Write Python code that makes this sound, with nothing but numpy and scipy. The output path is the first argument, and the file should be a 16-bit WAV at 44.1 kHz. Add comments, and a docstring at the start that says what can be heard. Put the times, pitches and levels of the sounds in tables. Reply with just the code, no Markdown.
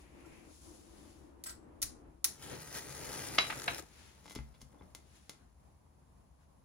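"""Quiet room, wavering hum, spells of a distant drone: hands swish past and a small glass jar squeaks and clinks.
A match is struck three times on the jar's base: noise bites and skidding grit, with a faint modal glass ring.
The third catches: filtered clicks and noise fizz over a low gas rush, with random spits and large pops.
The jar is knocked down on the table (modal ring plus noise crack) before the head sputters out.
A hand then picks a wooden incense stick out of its dish: noise ticks, scuffs, squeaks, a soft bump, last swishes."""
import sys
import numpy as np
from scipy import signal
from scipy.fft import rfft, irfft
from scipy.io import wavfile
from scipy.ndimage import uniform_filter1d, map_coordinates

SR = 44100
rng = np.random.default_rng(int(sys.argv[2]) if len(sys.argv) > 2 else 0)


def wav_out(sig):
    """Save sig, one row per channel (or a flat mono array), as 16-bit PCM at SR to the path in sys.argv[1]."""
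    wavfile.write(sys.argv[1], SR, np.round(np.clip(np.atleast_2d(sig).T, -1, 1) * 32767).astype(np.int16))


N = 293166
TIME = np.arange(N) / SR

# Match head biting the striker: (time [s], level [dB], rise [s], fall [s], upper edge [Hz])
SCRAPES = [(1.4383, -34, 0.00037, 0.00073, 15900), (1.444, -59, 0.001, 0.0024, 7000),
           (1.4602, -46, 0.00041, 0.0013, 1640), (1.4645, -45.5, 0.00086, 0.0033, 15000),
           (1.4884, -53.5, 0.00077, 0.0027, 11000), (1.494, -42, 0.00057, 0.0013, 6500),
           (1.8168, -33.5, 0.0017, 0.0037, 16100), (1.825, -26, 0.0027, 0.0013, 11700),
           (2.242, -20.5, 0.0024, 0.0015, 14200)]
# Striker rasp spectrum: (frequency [Hz], level [dB])
STRIKER_SPECTRUM = [(200, -22.5), (600, -18.5), (1200, -12), (2200, -10.5), (3000, -13.5), (4200, -5),
                    (5700, -2), (8000, -3), (9000, -1), (11000, -2), (12500, -2.5), (14000, -1.5),
                    (16000, -2)]
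# First stroke skidding over the grit without biting: (middle [s], half length [s], level [dB])
SKIDS = [(1.466, 0.0073, -49), (1.499, 0.033, -53.5)]
# Skid spectrum: (frequency [Hz], level [dB])
SKID_SPECTRUM = [(300, -11), (900, -8), (1500, 6), (2600, -8), (4000, -4), (5250, 2), (6300, -25),
                 (7400, 2), (7900, 16), (8400, 1.5), (9400, -5.5), (10400, -2), (12000, -3), (16000, -10.5)]
# Jar's ring: (frequency [Hz], level [dB], t60 [s])
GLASS_MODES = [(5480, -3, 0.035), (5874, 2.5, 0.014), (6640, -5.5, 0.03), (7300, -3.5, 0.084),
               (8880, 1.5, 0.045), (9810, 2, 0.04), (11000, 0.5, 0.04), (14600, 0, 0.038), (14730, -2, .04)]
# Glass ring under a light bite; a harder bite grips and damps it
GLASS_DB, GLASS_AT_DB, GRIP_DAMPING_DB_PER_DB = -6, -62.5, 0.2
CLINK_S, CLINK_DB = 0.257, -56  # jar touched as it is lifted

# Head catches, burns and is suddenly spent; the wood burns on far more quietly
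CATCH_S, CATCH_RISE_S, SPENT_S, SPENT_FALL_S = 2.36, 0.094, 3.804, 0.0054
SMOULDER_DB = -10.5  # between the last stroke and the catch
WOOD_DB, WOOD_FADE_DB_PER_S = -11.5, 10.5
FIZZ_DB, RUSH_DB = -53.5, -55.5
GRAIN_SHARE = 0.6  # share of clicks in the fizz energy, rest noise
SPUTTER_DB, SPUTTER_GROWTH_DB_PER_S = -49, 7  # small beads, growing until the head is spent
# Fresh parts of the head igniting: (peak [s], half length [s], fizz boost [dB], gas boost [dB])
SURGES = [(2.433, .035, 6, 1.5), (2.529, 0.046, 3.5, 8), (2.767, 0.035, 13, 4.5), (3.235, 0.37, 9, 8),
          (3.74, 0.11, 4, 5.5)]
# Largest beads bursting: (time [s], level before pop_db [dB])
POPS = [(2.7272, -36), (2.95, -35.5), (3.0364, -35), (3.131, -30.5), (3.191, -32), (3.355, -32.5),
        (3.5764, -34), (3.6415, -29), (3.7824, -30.5), (3.7964, -31.5), (3.824, -40.5)]
# Fizz spectrum: (frequency [Hz], level [dB])
FIZZ_SPECTRUM = [(500, -14.5), (850, -1.5), (1050, -7), (1350, -2), (2000, -3.5), (2750, -7.5),
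                 (3200, -7.5), (4100, -6.5), (6300, -4), (8300, -6), (11600, -7.5), (13000, -14.5),
                 (16000, -14.5)]
# Gas rush spectrum: (frequency [Hz], level [dB])
RUSH_SPECTRUM = [(40, -15), (70, -1), (100, -7), (135, 3), (180, -7.5), (330, -3.5), (520, -4.5),
                 (640, -8.5), (830, -12.5), (1100, -14), (2500, -19), (5000, -46)]
# Hollow of the hand cupping the young flame: (frequency [Hz], level [dB])
HOLLOW_SPECTRUM = [(150, -8), (340, 7.5), (600, -7), (850, 6.5), (1200, -12.5), (1700, -2), (2300, -12),
                   (3100, 6), (3600, -8.5), (4150, 1), (5000, -14), (16000, -37)]
CUPPED_S, CUPPED_HALF_S, CUPPED_DB = 2.49, 0.09, -53
# Hands, jar and table reflecting the flame's sound: (extra path [ms], level [dB])
MIRRORS = [(0.52, -15), (2.4, -7), (3.3, -14.5)]

# Jar meeting the table: (time [s], level [dB], upper edge before any scaling [Hz], chatter [s])
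KNOCKS = [(3.3808, -27.5, 2400, 0.0022), (3.3832, -15, 4300, 0.0085), (3.4992, -33, 1900, 0.017),
          (3.523, -38, 1500, 0.01), (3.6782, -23.5, 2300, 0.0089)]
# Jar and table top together: (frequency [Hz], level [dB], t60 [s])
JAR_ON_TABLE_MODES = [(640, -6, 0.05), (690, -5, 0.1), (981, -7.5, 0.069), (1155, -5, 0.017),
                      (1294, -2, 0.04), (1375, -1.5, 0.035), (1486, -4, 0.075), (1736, -1.5, 0.0303),
                      (1916, -9, 0.06), (2090, -0.5, .03), (2110, 0.5, 0.05), (2420, -9, 0.03),
                      (2610, -3.5, .04), (2832, -1.5, 0.017), (3400, -6, .05), (3600, -3, 0.04),
                      (3705, -2, 0.04), (3935, 3.5, 0.11), (4030, -1.5, 0.03), (5000, 3.5, 0.02)]
# Landing crack spectrum: (frequency [Hz], level [dB])
CRACK_SPECTRUM = [(150, -12.5), (480, -10.5), (680, -5.5), (950, -5.5), (1400, 1), (1800, -2), (2300, 2),
                  (2850, 0), (3300, -2), (4000, -0.5), (5100, -5), (5800, -11), (9000, -17), (15000, -25.5)]

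# Stick knocking on dish and between fingers: (time [s], level [dB], fall [s], upper edge [Hz])
TAPS = [(4.2574, -46.5, 0.0017, 2370), (4.28, -48, 0.0012, 3580), (4.309, -45.5, 0.0023, 3380),
        (4.3516, -37, 0.00075, 9900), (4.358, -43, 0.0046, 5200), (4.3885, -40, 0.00078, 2490),
        (4.616, -50.5, 0.0037, 9300), (4.726, -59.5, 0.00071, 2800), (4.7457, -56, 0.002, 1300),
        (4.8101, -47, 0.0022, 1150), (4.822, -56.5, 0.0013, 2800), (4.9497, -38, 0.001, 10000),
        (5.295, -36.5, 0.0011, 8500)]
# Stick dragged over dish or fingers: (middle [s], half length [s], level [dB], upper edge [Hz])
SCUFFS = [(4.263, 0.023, -58, 7000), (4.314, 0.019, -55.5, 9600), (4.377, 0.0035, -51, 4400),
          (4.55, 0.019, -71.5, 3500), (4.616, 0.012, -61, 8900), (4.762, 0.052, -62.5, 990),
          (5.317, 0.018, -72, 7120)]
# Dry wood spectrum: (frequency [Hz], level [dB])
STICK_SPECTRUM = [(100, -0.5), (400, 0.5), (800, -1), (1500, -6.5), (2100, -3), (2900, -5.5), (3700, -3),
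                  (6000, -2), (8500, -2.5), (10500, -0.5), (12500, 3), (15000, -4)]
# Dish's ring: (frequency [Hz], level [dB], t60 [s])
DISH_MODES = [(834, -1.5, 0.061), (1401, -1.5, 0.08), (2045, 2.5, 0.043), (3480, -18, 0.079)]
# Finger on glass, stick on dish: (middle [s], half length [s], level [dB], mean pitch [Hz])
SQUEAKS = [(0.253, 0.0079, -60.5, 1380), (4.553, .007, -73, 3480), (4.796, 0.0053, -71, 3490)]

# Hands bumping the furniture: (time [s], level [dB], contact time [s])
BUMPS = [(1.836, -39, 0.0084), (4.363, -42, 0.0011), (4.372, -46.5, 0.0037), (4.389, -34, 0.0054),
         (4.405, -42.5, 0.0081), (4.626, -45, 0.0047), (4.811, -60, 0.0015)]
# Cabinet modes: (frequency [Hz], level [dB], t60 [s])
CABINET_MODES = [(64.1, -5, 0.28), (137, -5, 0.26), (224, -5.5, 0.31), (264, -2, 0.2), (320, 1, 0.072),
                 (394, -1, 0.05)]
# Hands gliding past: (middle [s], half length [s], level [dB], brightest band [Hz], width [octaves])
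SWISHES = [(0.008, 0.035, -67, 6700, 2.2), (0.153, 0.28, -66.5, 2200, 0.48), (0.36, 0.12, -63, 2300, 0.45),
           (0.663, 0.21, -62.5, 7700, 1.6), (1.017, 0.23, -64.5, 5800, 3.6),
           (4.038, 0.16, -62.5, 2502, 2.1), (5.178, 0.14, -68, 3130, 3.5),
           (5.412, 0.086, -72.5, 1297, 0.76), (6.42, 0.04, -76, 1000, 1.1)]
# Skin rubbing spectrum: (frequency [Hz], level [dB])
SKIN_SPECTRUM = [(200, -5), (900, 1), (1500, 4), (3000, 1), (5000, 0), (7500, 1), (10500, -0.5),
                 (12500, -7), (15000, -13.5)]
SWISH_PEAK_DB = 12
HANDLING_DB = -86  # faint rubbing of the fingers throughout
# Hand and forearm dragging over the table: (middle [s], half length [s], level [dB])
RUSTLES = [(2.31, .05, -58.5), (3.831, 0.011, -52.5), (4.759, .02, -61), (4.832, 0.035, -62),
           (4.974, 0.14, -69), (5.183, 0.056, -70.5), (5.437, 0.055, -67.5)]
# Forearm rustle spectrum: (frequency [Hz], level [dB])
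FOREARM_SPECTRUM = [(40, -7), (140, 1.5), (300, 0), (500, -7.5), (750, -5.5), (1300, -19.5), (2500, -31),
                    (8000, -51.5)]

# Still room air spectrum: (frequency [Hz], level [dB])
AIR_SPECTRUM = [(25, -16), (50, -0.5), (75, 4), (105, -8), (140, -5.5), (230, -9.5), (400, -18.5),
                (750, -16.5), (1070, -18), (1300, -27), (3200, -38.5), (6000, -38.5), (10300, -34.5),
                (13000, -42), (16000, -50)]
AIR_DB = -64.5
HUM_HZ, HUM_DB = 65, -66  # centres of the wavering pitch and level
# Spells of a distant drone: (start [s], end [s], level [dB])
DRONES = [(0.09, 0.494, -57), (0.597, 2.065, -59)]
# Drone spectrum: (frequency [Hz], level [dB])
DRONE_SPECTRUM = [(30, 0.5), (80, -3.5), (170, -10), (220, -3), (280, -0.5), (330, 5.5), (400, -7),
                  (520, -8), (700, -11.5), (1000, -13.5), (1400, -20), (3000, -34), (8000, -60.5)]
DRONE_RISE_S, DRONE_FALL_S = 0.062, 0.094
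MURK_DB, MURK_FADE_DB_PER_S = -63, 4.5  # drone left outside its spells

# Likeness of the ports in diffuse noise: (frequency [Hz], left-right correlation [-])
PORT_CORRELATION = [(60, 0.78), (140, 0.92), (300, 0.26), (700, 0), (2000, 0), (16000, 0.057)]
# Room decay: (frequency [Hz], t60 [s])
ROOM_T60 = [(100, 0.41), (500, 0.26), (1500, 0.3), (4000, 0.27), (9000, 0.28), (16000, 0.13)]
# Colour of the left port against the right: (frequency [Hz], level [dB])
PORT_COLOUR = [(60, 1), (300, 3), (680, -1), (1300, -1), (2400, -2.5), (4400, 1.5), (6500, 2), (8500, -3)]
# Above the join both channels carry one signal, the left a little later
JOIN_HZ, JOIN_WIDTH_HZ, JOIN_LAG_S, JOIN_IN_PHASE_HZ = 7530, 440, 0.00024, 10354
EDGE_HZ = 16300  # band limit


def strikes(clink_rise_s=0.0041, catch_db=3):
    """The head tears over the grit in short bites or skids roughly, faintly exciting the jar's modes."""
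    out, t = np.zeros(N), np.arange(SR // 4) / SR
    for s, db, rise_s, fall_s, edge_hz in SCRAPES:
        bite = np.minimum(t / rise_s, 1) * np.exp(-np.maximum(t - rise_s, 0) / fall_s)
        rasp = colour(burst(bite), STRIKER_SPECTRUM, edge_hz)
        glass = signal.fftconvolve(rasp, ring(GLASS_MODES, t))[:len(t)]
        glass_db = GLASS_DB - GRIP_DAMPING_DB_PER_DB * max(db - GLASS_AT_DB, 0)
        add(out, s, amp(db) * (rasp + amp(glass_db) * unit(glass) * rasp.std()))
    friction = unit(grit(per_s=5000, spread_db=2.0) * amp(catch_db * wander(rate_hz=280)))
    skid_level = sum(amp(db) * swell(s, half_s) for s, half_s, db in SKIDS)
    out += colour(friction * skid_level, SKID_SPECTRUM)
    clink = np.minimum(t / clink_rise_s, 1) * ring(GLASS_MODES, t, edge_hz=8000)
    add(out, CLINK_S, amp(CLINK_DB) * clink)
    pair = place(out, lag_ms=0.2965, pan_db=4.0, bounce_ms=(1.3, 1.02), bounce=0.051)
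    return room(pair, near_db=0.5, tail_db=-5.5)


def flare(flicker_db=1.0, flutter_db=1.0, pop_s=0.00031, pop_db=2):
    """Gas rushes from the burning head, which fizzes, spits sharply and bursts a few large beads."""
    head, wood = burn()
    fizz_surge = amp(sum(db * swell(s, half_s) for s, half_s, db, _ in SURGES))
    rush_surge = amp(sum(db * swell(s, half_s) for s, half_s, _, db in SURGES))
    grains = np.sqrt(GRAIN_SHARE) * grit(per_s=2600, spread_db=5.5)
    sparks = grains + np.sqrt(1 - GRAIN_SHARE) * rng.standard_normal(N)
    flicker = amp(flicker_db * wander(rate_hz=170))
    fizz = sparks * (head * fizz_surge + wood) * flicker * amp(FIZZ_DB)
    sputter_db = SPUTTER_DB + SPUTTER_GROWTH_DB_PER_S * np.minimum(TIME - SPENT_S, 0)
    fizz += spits(per_s=90, spread_db=3, fall_s=0.0005) * head * amp(sputter_db)
    t = np.arange(SR // 100) / SR
    for s, db in POPS:
        add(fizz, s, amp(db + pop_db) * burst(np.exp(-t / pop_s)))
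    cupped = rng.standard_normal(N) * head * swell(CUPPED_S, CUPPED_HALF_S)
    fizz = colour(fizz, FIZZ_SPECTRUM) + amp(CUPPED_DB) * colour(cupped, HOLLOW_SPECTRUM)
    ports = fizz, amp(-5.0) * delayed(fizz, 0.00006)
    fizz = np.array([mirrored(port, sway_ms=0.08) for port in ports])
    flutter = amp(RUSH_DB + flutter_db * wander(rate_hz=12.0))
    rush = diffuse(RUSH_SPECTRUM, pan_db=1.0) * (head * rush_surge + wood) * flicker * flutter
    flame = room(fizz, near_db=-10.5, tail_db=-16.0) + rush
    return mottled(flame, patch_db=0.5, patch_hz=500, patch_s=0.04)


def burn():
    """Flame strength: the head smoulders, catches and is spent, then the wood burns on."""
    struck_s = SCRAPES[-1][0]
    smoulder = amp(SMOULDER_DB) * held(struck_s, CATCH_S, rise_s=0.01, fall_s=0.016)
    head = held(CATCH_S, SPENT_S, CATCH_RISE_S, SPENT_FALL_S)
    wood = amp(WOOD_DB - WOOD_FADE_DB_PER_S * (TIME - SPENT_S)) * (TIME > SPENT_S)
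    return smoulder + head, wood


def spits(per_s, spread_db, fall_s):
    """Beads burst at uneven intervals, each a very short decaying puff of noise."""
    count = round(2 * per_s * N / SR)
    gaps, sizes = rng.exponential(1, (count, 2)).T
    at = (np.cumsum(0.3 + 0.7 * gaps) / per_s * SR).astype(int)
    kicks = np.bincount(at, amp(spread_db * np.minimum(sizes, 2)), minlength=N)[:N]
    puffs = signal.lfilter([1], [1, -np.exp(-1 / (fall_s * SR))], kicks)
    return unit(puffs * rng.standard_normal(N))


def mirrored(x, sway_ms):
    """Close reflections comb the sound, and the comb shifts as the hand moves."""
    out = x
    for ms, db in MIRRORS:
        path_s = (ms + sway_ms * wander(rate_hz=2.5)) / 1000
        out = out + amp(db) * map_coordinates(x, [(TIME - path_s) * SR], order=3)
    return out * np.linalg.norm(x) / np.linalg.norm(out)


def mottled(x, patch_db, patch_hz, patch_s):
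    """The colour shifts from moment to moment in random time-frequency patches."""
    z = signal.stft(x, SR, nperseg=512, noverlap=384)[2]
    bins = max(round(patch_hz * 512 / SR), 1)
    frames = max(round(patch_s * SR / 128), 1)
    patches = uniform_filter1d(rng.standard_normal(z.shape[1:]), bins, axis=0)
    patches = uniform_filter1d(patches, frames, axis=1)
    z = z * amp(patch_db * unit(patches))
    out = signal.istft(z, SR, nperseg=512, noverlap=384)[1][:, :N]
    return unit(out) * x.std()


def jar(ring_db=-0.7, crack_db=0.8, rise_s=0.0021, right_db=-3.0, shared=0.25):
    """The jar lands, rocks and settles: each dry, chattering clack briefly rings glass and table top."""
    out, t = np.zeros((2, N)), np.arange(SR // 4) / SR
    for s, db, edge_hz, chatter_s in KNOCKS:
        for side in out:
            crack = colour(burst(swell(0, chatter_s, t)), CRACK_SPECTRUM, 1.39 * edge_hz)
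            body = ring(JAR_ON_TABLE_MODES, t, edge_hz)
            onset = 1 - np.exp(-t / rise_s)
            add(side, s, amp(db) * onset * (amp(ring_db) * body + amp(crack_db) * crack))
    out = (out + shared * out[::-1]) / np.hypot(1, shared)
    return room(out * amp([[0], [right_db]]), near_db=-10.5, tail_db=-7.5)


def stick(dish_db=-11, catch_db=4):
    """Dry wood scuffs and ticks on the dish and between the fingers, faintly exciting the dish's modes."""
    out, t = np.zeros(N), np.arange(SR // 4) / SR
    for s, db, fall_s, edge_hz in TAPS:
        add(out, s, amp(db) * colour(burst(np.exp(-t / fall_s)), STICK_SPECTRUM, edge_hz))
    friction = unit(grit(per_s=2500, spread_db=6.5) * amp(catch_db * wander(rate_hz=200)))
    for s, half_s, db, edge_hz in SCUFFS:
        out += amp(db) * colour(friction * swell(s, half_s), STICK_SPECTRUM, edge_hz)
    dish = signal.fftconvolve(out, ring(DISH_MODES, t))[:N]
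    out += amp(dish_db) * out.std() * unit(dish)
    pair = place(out, lag_ms=-0.012, pan_db=3.5, bounce_ms=(0.55, 0.6), bounce=0.13)
    return room(pair, near_db=-2.5, tail_db=-6.5)


def squeaks(jitter=0.012):
    """Smooth surfaces stick and slip for a moment: a sine of unsteady pitch."""
    out = np.zeros(N)
    for s, half_s, db, hz in SQUEAKS:
        turns = np.cumsum(hz * (1 + jitter * wander(rate_hz=400))) / SR
        out += amp(db) * swell(s, half_s) * np.sin(2 * np.pi * turns)
    return room(np.array([out, out]), near_db=-8, tail_db=-9)


def bumps():
    """A soft push rings the cabinet modes; the longer the contact, the deeper the thud."""
    out, t = np.zeros(N), np.arange(SR // 2) / SR
    body = np.zeros(len(t))
    for hz, db, t60_s in CABINET_MODES:
        body += amp(db) * np.sin(2 * np.pi * hz * t) * np.exp(-np.log(1000) * t / t60_s)
    for s, db, contact_s in BUMPS:
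        push = np.sin(np.pi * np.minimum(t / contact_s, 1))
        add(out, s, amp(db) * signal.fftconvolve(body, push / push.sum()))
    return room(out * amp([[0], [-2]]), near_db=-16, tail_db=-13.5)


def hands(wobble_db=1.0):
    """Each move of a hand is a soft noise swish with a bright band of its own."""
    octave = np.log2(np.fft.rfftfreq(N, 1 / SR) + 1)
    rub = diffuse(SKIN_SPECTRUM, pan_db=5.5)
    out, skin = amp(HANDLING_DB) * rub, rfft(rub)
    for s, half_s, db, hz, width_octaves in SWISHES:
        bright = amp(SWISH_PEAK_DB * swell(np.log2(hz), width_octaves, octave))
        swish = np.roll(irfft(skin * bright, N), rng.integers(N), axis=1)  # fresh stretch of noise
        out = out + amp(db) * swell(s, half_s) * unit(swish)
    return out * amp(wobble_db * wander(rate_hz=16))


def forearm():
    """Skin drags over the table: a dull, soft noise rustle."""
    level = sum(amp(db) * swell(s, half_s) for s, half_s, db in RUSTLES)
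    return diffuse(FOREARM_SPECTRUM, pan_db=2.0) * level


def background(waver_db=2, drift=0.1, drone_waver_db=1.43, air_waver_db=1.5):
    """Room air and the distant drone are diffuse noise; the low hum is a sine wavering in pitch and level."""
    air = amp(AIR_DB + air_waver_db * wander(rate_hz=7.7)) * diffuse(AIR_SPECTRUM, pan_db=1.5)
    hum_level = amp(HUM_DB + waver_db * wander(rate_hz=8.7))
    turns = np.cumsum(HUM_HZ * (1 + drift * wander(rate_hz=6.1))) / SR
    hum = hum_level * np.sin(2 * np.pi * turns)
    spells = sum(amp(db) * held(start_s, end_s, DRONE_RISE_S, DRONE_FALL_S) for start_s, end_s, db in DRONES)
    level = np.maximum(spells, amp(MURK_DB - MURK_FADE_DB_PER_S * TIME))
    drone = diffuse(DRONE_SPECTRUM, pan_db=3) * level * amp(drone_waver_db * wander(rate_hz=4.4))
    return air + hum * amp([[1.5], [-1.5]]) + drone


def amp(db):
    """Decibels to amplitude."""
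    return 10 ** (np.asarray(db) / 20)


def unit(x):
    """Scale to unit RMS."""
    return x / np.sqrt(np.mean(x ** 2) + 1e-20)


def read(points, hz):
    """Table values joined by straight lines over log frequency."""
    f, value = np.transpose(points)
    return np.interp(np.log(hz + 1), np.log(f + 1), value)


def add(mix, s, sound):
    """Mix a sound in at s seconds, cut at the end."""
    part = mix[..., round(s * SR):][..., :sound.shape[-1]]
    part += sound[..., :part.shape[-1]]


def swell(middle, half, t=TIME):
    """Gaussian rise and fall around a middle."""
    return np.exp(-((t - middle) / half) ** 2)


def held(start_s, end_s, rise_s, fall_s):
    """Linear attack, hold and exponential release."""
    return np.clip((TIME - start_s) / rise_s, 0, 1) * np.exp(-np.maximum(TIME - end_s, 0) / fall_s)


def wander(rate_hz):
    """Slow noise of unit RMS with a Gaussian low-pass at rate_hz."""
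    hz = np.fft.rfftfreq(N, 1 / SR)
    return unit(irfft(rfft(rng.standard_normal(N)) * np.exp(-(hz / rate_hz) ** 2), N))


def grit(per_s, spread_db):
    """Tiny random clicks, a few much larger than the rest."""
    sizes = amp(spread_db * np.minimum(rng.exponential(1, N), 4))
    return unit(sizes * rng.choice([-1, 1], N) * (rng.random(N) < per_s / SR))


def burst(envelope):
    """A crowd of micro-impacts under an envelope, holding just the envelope's energy."""
    x = rng.standard_normal(len(envelope)) * envelope
    for _ in range(3):  # even out the spectrum: every impact is sharp
        flat = irfft(np.exp(1j * np.angle(rfft(x))), len(x))
        x = flat * (envelope / envelope.max()) ** 0.5
    return x * np.linalg.norm(envelope) / np.linalg.norm(x)


def ring(modes, t, edge_hz=SR):
    """Decaying modes at random phases; a soft contact leaves those above edge_hz quiet."""
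    hz, db, t60_s = np.transpose(modes)[..., None]
    weight = amp(db) / np.sqrt(1 + (hz / edge_hz) ** 6)
    waves = np.sin(2 * np.pi * (hz * t + rng.random(hz.shape)))
    waves = waves * np.exp(-np.log(1000) * t / t60_s)
    return (weight * waves).sum(0) / np.linalg.norm(weight)


def colour(x, points, edge_hz=SR, size=4096):
    """Minimum-phase filter of unit energy with the given spectrum, falling away above edge_hz."""
    hz = abs(np.fft.fftfreq(size, 1 / SR))
    gain = amp(np.maximum(read(points, hz), -100)) / np.sqrt(1 + (hz / edge_hz) ** 6)
    taps = np.fft.ifft(np.exp(np.conj(signal.hilbert(np.log(gain))))).real
    taps = np.array(taps / np.linalg.norm(taps), ndmin=x.ndim)
    return signal.fftconvolve(x, taps, axes=-1)[..., :x.shape[-1]]


def delayed(x, s):
    """Delay by a fraction of a sample or more, as a phase slope."""
    return irfft(rfft(x) * np.exp(-2j * np.pi * np.fft.rfftfreq(N, 1 / SR) * s), N)


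def place(x, lag_ms, pan_db, bounce_ms, bounce):
    """Two microphone ports hear the source and its bounce off the table top; the left lags by lag_ms."""
    left = delayed(x, lag_ms / 1000) + bounce * delayed(x, bounce_ms[0] / 1000)
    right = x + bounce * delayed(x, bounce_ms[1] / 1000)
    return np.array([left * amp(pan_db / 2), right * amp(-pan_db / 2)]) / np.hypot(1, bounce)


def diffuse(points, pan_db):
    """Noise from all around, correlated between the ports as tabled."""
    a, b = rfft(rng.standard_normal((2, N)))
    hz = np.fft.rfftfreq(N, 1 / SR)
    same = np.clip(read(PORT_CORRELATION, hz), -1, 1)
    spectra = np.array([a, same * a + np.sqrt(1 - same ** 2) * b])
    pair = irfft(spectra * amp(read(points, hz)), N)
    return unit(pair) * amp([[pan_db / 2], [-pan_db / 2]])


def room(x, near_db, tail_db, near_s=0.0037):
    """Quick scatter from the corner and the ornaments, then the tail of the room."""
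    t = np.arange(SR // 2) / SR
    taps = rng.choice([-1., 1.], (2, len(t))) * (rng.random((2, len(t))) < 5000 / SR)
    near = taps * np.exp(-t / near_s) * (t > 0.0015)
    hz, at_s, z = signal.stft(taps * (t > 0.007), SR, nperseg=256)
    decay = np.exp(-np.log(1000) * at_s / read(ROOM_T60, hz)[:, None])
    tail = signal.istft(z * decay, SR, nperseg=256)[1][:, :len(t)]
    echo = (amp(near_db) * unit(near) + amp(tail_db) * unit(tail)) / np.sqrt(len(t))
    return x + signal.fftconvolve(x, echo, axes=1)[:, :N]


def scene():
    """Sum of all sources at the two ports."""
    return strikes() + flare() + jar() + stick() + squeaks() + bumps() + hands() + forearm() + background()


def record(dry):
    """Ports coloured apart and joined in the treble, then the low cut and the band limit."""
    hz = np.fft.rfftfreq(N, 1 / SR)
    left, right = rfft(dry) * amp(np.outer([0.5, -0.5], read(PORT_COLOUR, hz)))
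    joined = 0.5 + 0.5 * np.tanh((hz - JOIN_HZ) / (2 * JOIN_WIDTH_HZ))
    early = left * np.exp(2j * np.pi * (hz - JOIN_IN_PHASE_HZ) * JOIN_LAG_S)
    heard = irfft(np.array([left, np.sqrt(1 - joined ** 2) * right + joined * early]), N)
    heard = signal.sosfilt(signal.butter(2, 30, "highpass", fs=SR, output="sos"), heard)
    band = signal.firwin(255, EDGE_HZ, window=("kaiser", 9), fs=SR)
    return signal.oaconvolve(heard, band[None], "same")


dry = scene()
out = record(dry)
wav_out(out)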